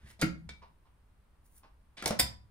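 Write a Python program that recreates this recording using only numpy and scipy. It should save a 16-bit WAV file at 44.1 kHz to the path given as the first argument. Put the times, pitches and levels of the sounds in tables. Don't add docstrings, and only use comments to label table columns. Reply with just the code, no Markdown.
import sys
import numpy as np
from scipy import signal
from scipy.fft import rfft, irfft
from scipy.io import wavfile

SR = 44100
rng = np.random.default_rng(int(sys.argv[2]) if len(sys.argv) > 2 else 0)


def wav_out(sig):
    wavfile.write(sys.argv[1], SR, np.round(np.clip(np.atleast_2d(sig).T, -1, 1) * 32767).astype(np.int16))


N = 110250
T = np.arange(N) / SR
HZ = np.arange(N // 2 + 1) * SR / N
SHORT = T[:8192]
HALF_SECOND = T[:SR // 2]


def from_db(db):
    return 10 ** (np.asarray(db) / 20)


def at_hz(points, hz, axis=1):
    p = np.array(points)
    return np.interp(np.log(hz + 1e-9), np.log(p[:, 0]), p[:, axis])


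def noise(points, size, tilt_db=0):
    knee_hz = 3180
    hz = np.arange(size // 2 + 1) * SR / size
    octaves_up = np.log2(np.maximum(hz / knee_hz, 1))
    gain = from_db(at_hz(points, hz) + tilt_db * octaves_up)
    x = irfft(rfft(rng.standard_normal(size)) * gain, size)
    return x / x.std()


def grit(t):
    spread_db, grain_s = 2.5, 0.0014
    steps = np.clip(rng.standard_normal(len(t)), -2, 2)
    gain = from_db(spread_db * np.interp(t / grain_s, np.arange(len(t)), steps))
    return gain / np.sqrt(np.mean(gain ** 2))


def burst(points, rise_s, decay_s, tilt_db=0):
    attack = 1 - np.exp(-SHORT / rise_s)
    decay = np.exp(-SHORT / decay_s)
    return noise(points, len(SHORT), tilt_db) * grit(SHORT) * attack * decay


def ring(modes):
    t = HALF_SECOND
    out = np.zeros(len(t))
    for k, (hz, db, t60) in enumerate(modes):
        decay = from_db(db - 60 * t / t60)
        out += (-1) ** k * decay * np.sin(2 * np.pi * hz * t)
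    return out


def add(out, s, db, sound):
    i = int(np.clip(s * SR, 0, N - 1))
    out[i:i + len(sound)] += from_db(db) * sound[:N - i]


def room_tone():
    # (frequency [Hz], level [dB])
    floor = [(20, -1.5), (35, 0), (65, 2), (100, -8), (200, -16), (400, -24.5), (750, -27.5), (1020, -25),
             (1400, -29), (3000, -38), (7000, -47.5), (9500, -40), (14500, -46.5), (16000, -52)]
    # (frequency [Hz], side against mid [dB])
    floor_apart = [(30, -17), (120, -13), (400, -4.5), (1000, -2), (4000, -0.5), (15000, -0.5)]
    mid = noise(floor, N)
    side = irfft(rfft(noise(floor, N)) * from_db(at_hz(floor_apart, HZ)), N)
    return from_db(-63) * np.array([mid + side, mid - side])


def kitchen():
    # (frequency [Hz], reverberation [dB], t60 [s], left-right likeness [-1 to 1])
    room = [(97.6, -9, 1, 0.65), (300, -3, .26, -0.059), (800, -3, 0.34, 0.13), (2000, -3, 0.28, -0.4),
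            (5000, -3, 0.28, 0.0037), (8870, -9.5, 0.2, 0.29), (15000, -4, .175, -0.2)]
    build_s = 0.0033
    t, out = HALF_SECOND, 0
    edges = np.geomspace(45, 18000, 14)
    for low, high in zip(edges, edges[1:]):
        hz = np.sqrt(low * high)
        db, t60 = at_hz(room, hz), at_hz(room, hz, axis=2)
        alike = np.clip(at_hz(room, hz, axis=3), -1, 1)
        mid, side = rng.standard_normal((2, len(t)))
        shape = np.exp(-np.log(1000) * t / t60) * (1 - np.exp(-(t / build_s) ** 2))
        opposed = side * np.array([[1], [-1]])
        tail = shape * (np.sqrt(1 + alike) * mid + np.sqrt(1 - alike) * opposed)
        band = signal.butter(2, [low, high], "band", fs=SR, output="sos")
        tail = signal.sosfilt(band, tail)
        bandwidth_share = (high - low) / (SR / 2)
        energy = np.sum(tail ** 2) / 2
        out = out + tail * from_db(db) * np.sqrt(bandwidth_share / energy)
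    return out


def ticks():
    # (time [s], level [dB])
    taps = [(.617, -49), (.850, -63.5), (1.628, -51)]
    # (frequency [Hz], level [dB])
    tick_spectrum = [(150, -12), (550, -6), (800, -3.5), (1000, 5), (1200, -2.5), (1450, -10.5),
                     (2500, -14), (5000, -20), (9000, -43), (15000, -47)]
    out = np.zeros(N)
    for s, db in taps:
        add(out, s, db, burst(tick_spectrum, rise_s=0.011, decay_s=0.022))
    return out


def bumps():
    # (time [s], level [dB])
    contacts = [(0.033, -47.5), (0.225, -39), (.305, -43), (.462, -47.5), (.505, -50), (2.053, -44),
                (2.202, -42.5), (2.219, -33.5)]
    # (frequency [Hz], level [dB], t60 [s])
    bump_modes = [(57, -9.5, .26), (69, 2.5, 0.14), (106, -8.5, 0.39), (130.4, -5.5, .2), (172, -8, 0.054),
                  (204.3, -7.5, .2)]
    contact_s = 0.0011
    out = np.zeros(N)
    push = SHORT * np.exp(-2 * np.pi * SHORT / contact_s)
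    boom = signal.fftconvolve(ring(bump_modes), push / push.sum())
    for s, db in contacts:
        add(out, s, db, boom)
    return out


def rubs():
    # (time of the peak [s], level [dB], rise [s], fall [s], brightness [dB per octave])
    strokes = [(.075, -61.5, .04, .012, -16), (.106, -57, 0.023, .016, -8.5),
               (1.462, -67, 0.013, 0.022, 1.5), (1.582, -57.5, 0.034, 0.0054, 2.5)]
    # (frequency [Hz], level [dB])
    rub_spectrum = [(300, -10), (1000, -14.5), (1800, -5.5), (2600, -13.5), (4800, -10), (6000, -8),
                    (8800, -3), (9800, 7.5), (10800, -7.5), (13300, -3), (15500, -6)]
    grain_db, grain_count = 2.5, 1200
    out = np.zeros(N)
    for s, db, rise_s, fall_s, tilt_db in strokes:
        grain = np.interp(T, np.linspace(0, T[-1], grain_count), rng.standard_normal(grain_count))
        stroke = np.exp(np.minimum(T - s, 0) / rise_s - np.maximum(T - s, 0) / fall_s)
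        out += from_db(db + grain_db * grain) * stroke * noise(rub_spectrum, N, tilt_db)
    return out


def slide():
    # (time [s], clack [dB], thump into the table [dB])
    blows = [(0.2211, -20.5, -36), (0.2286, -26.5, -21.5), (0.2328, -43.5, -21.5), (2.0242, -35.5, -59)]
    # (frequency [Hz], level [dB])
    clack_spectrum = [(40, -24), (150, -2.5), (420, -9.5), (600, 1), (1000, -25.5), (1370, 5.5), (1600, -4),
                      (1850, 0), (2150, -0.5), (2600, -6.5), (3500, -16.5), (4700, -10), (6000, -27.5),
                      (10000, -28), (15000, -30.5)]
    # (frequency [Hz], level [dB], t60 [s])
    clack_modes = [(734, -23.5, .1), (1350, -12, 0.095), (1830, -17, 0.057), (2143, -16, .12),
                   (3120, -29.5, .1), (4770, -25.5, 0.16)]
    table_modes = [(132.5, -6, .24), (170.5, -1.5, 0.15), (206, -13.5, 0.13), (320, 1, .11),
                   (345, -14, .09), (580, -24.5, .08)]
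    out = np.zeros(N)
    for s, clack_db, thump_db in blows:
        add(out, s, clack_db, burst(clack_spectrum, rise_s=0.00028, decay_s=0.0046))
        add(out, s, clack_db, ring(clack_modes))
        add(out, s, thump_db, ring(table_modes))
    return out


def opener():
    # (time [s], crack [dB], treble slope [dB per octave], rise [s], decay [s], housing knock [dB])
    snaps = [(0.191, -51, -5.5, 0.0038, 0.038, -45), (.2138, -24.5, 1.5, 0.00022, 0.0052, -38.5),
             (0.4906, -33.5, -8.5, 0.0014, 0.004, -56), (1.9690, -46.5, -11.5, 0.0044, 0.053, -63.5),
             (2.0238, -34, -1, .0003, 0.003, -40), (2.0381, -46, -1, .001, .01, -37),
             (2.0583, -17, -0.5, 0.00022, 0.0026, -28.5), (2.0704, -33, -1.5, 0.0011, .005, -37.5),
             (2.076, -29.5, 5.5, 0.00049, 0.0061, -41), (2.1068, -29.5, -0.5, 0.00023, .003, -28),
             (2.1190, -46.5, -5, .001, .006, -38.5)]
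    # (frequency [Hz], level [dB])
    crack_spectrum = [(100, -3), (500, -6.5), (1200, -7), (2300, -2), (2750, -9), (3500, -1), (4200, -1),
                      (4900, 0), (6500, -4), (8800, -1.5), (11000, -6.5), (14500, -16), (16000, -26.5)]
    housing_spectrum = [(40, -24), (80, -8.5), (130, -3.5), (200, 7.5), (260, -11.5), (330, -0.5),
                        (410, -8), (560, 5), (800, -7), (1200, -10.5), (2200, -12), (4000, -30),
                        (12000, -51)]
    # (frequency [Hz], level [dB], t60 [s])
    plastic_modes = [(2020, -37, .12), (2200, -31, .22), (2302, -28, .25), (3295, -35, .1),
                     (3688, -32, .13), (4834, -34, .1)]
    ring_db, ring_per_dullness = -2.5, 1.6
    out = np.zeros(N)
    for s, db, tilt_db, rise_s, decay_s, knock_db in snaps:
        add(out, s, db, burst(crack_spectrum, rise_s, decay_s, tilt_db))
        add(out, s, knock_db, burst(housing_spectrum, rise_s, decay_s=0.015))
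        add(out, s, db + ring_db - ring_per_dullness * tilt_db, ring(plastic_modes))
    return out


def pop():
    # (frequency [Hz], level [dB])
    gas_spectrum = [(40, -16.5), (100, -5.5), (200, 4), (330, -8), (520, -6.5), (850, -2.5), (1250, -7.5),
                    (1800, 1), (2250, 0), (2700, -7.5), (3700, -1.5), (4400, -5), (5000, 7), (6000, -9),
                    (8800, 2), (10500, -3.5), (13500, -3.5), (15000, -6.5), (16000, -17.5)]
    # (frequency [Hz], level [dB], t60 [s])
    cap_modes = [(991, -46.5, 0.38), (1780, -46, 0.21), (3606, -26.5, 0.041), (4440, -37.5, 0.11),
                 (4800, -37.5, 0.17), (4994, -37, 0.2), (5010, -40.5, 0.3), (5080, -43.5, .17)]
    pop_s, cap_s = 2.1968, 2.2005
    leak_s, rise_s, hold_s, fall_s = 0.0065, 0.0035, 0.0066, 0.003
    t = T - pop_s
    swell = np.exp(np.minimum(t, 0) / rise_s) * (t > -leak_s)
    flow = swell * np.exp(-np.maximum(t - hold_s, 0) / fall_s)
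    out = from_db(-19.5) * flow * noise(gas_spectrum, N)
    add(out, cap_s, 0, ring(cap_modes))
    return out


def scene():
    # (frequency [Hz], left lead [rad], left minus right [dB])
    ports = [(60, .05, -0.25), (300, .3, 0.5), (600, .5, -2.5), (1300, 1.4, -0.5), (2400, 1.3, 0.55),
             (4600, 1.7, -4.5), (8500, 1.9, 0.3), (14200, 1.1, 0.56)]
    # (delay [s], level [dB])
    reflections = [(.0026, -20), (0.0133, -11.5), (0.028, -18)]
    source = ticks() + bumps() + rubs() + slide() + opener() + pop()
    lead, balance_db = at_hz(ports, HZ), at_hz(ports, HZ, axis=2)
    left = from_db(balance_db / 2)
    right = from_db(-balance_db / 2) * np.exp(-1j * lead)
    direct = irfft(rfft(source) * np.array([left, right]), N)
    echoes = np.zeros((2, N))
    for s, db in reflections:
        echoes += from_db(db) * np.pad(direct, ((0, 0), (int(s * SR), 0)))[:, :N]
    tail = signal.fftconvolve(source[None], kitchen(), axes=1)[:, :N]
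    return direct + echoes + tail + room_tone()


def record(dry):
    dip_hz, dip_q, cutoff_hz = 11610, 8, 16300
    coloured = signal.lfilter(*signal.iirnotch(dip_hz, dip_q, fs=SR), dry)
    top_cut = signal.cheby2(16, 60, cutoff_hz, fs=SR, output="sos")
    return signal.sosfilt(top_cut, coloured)


dry = scene()
out = record(dry)
wav_out(out)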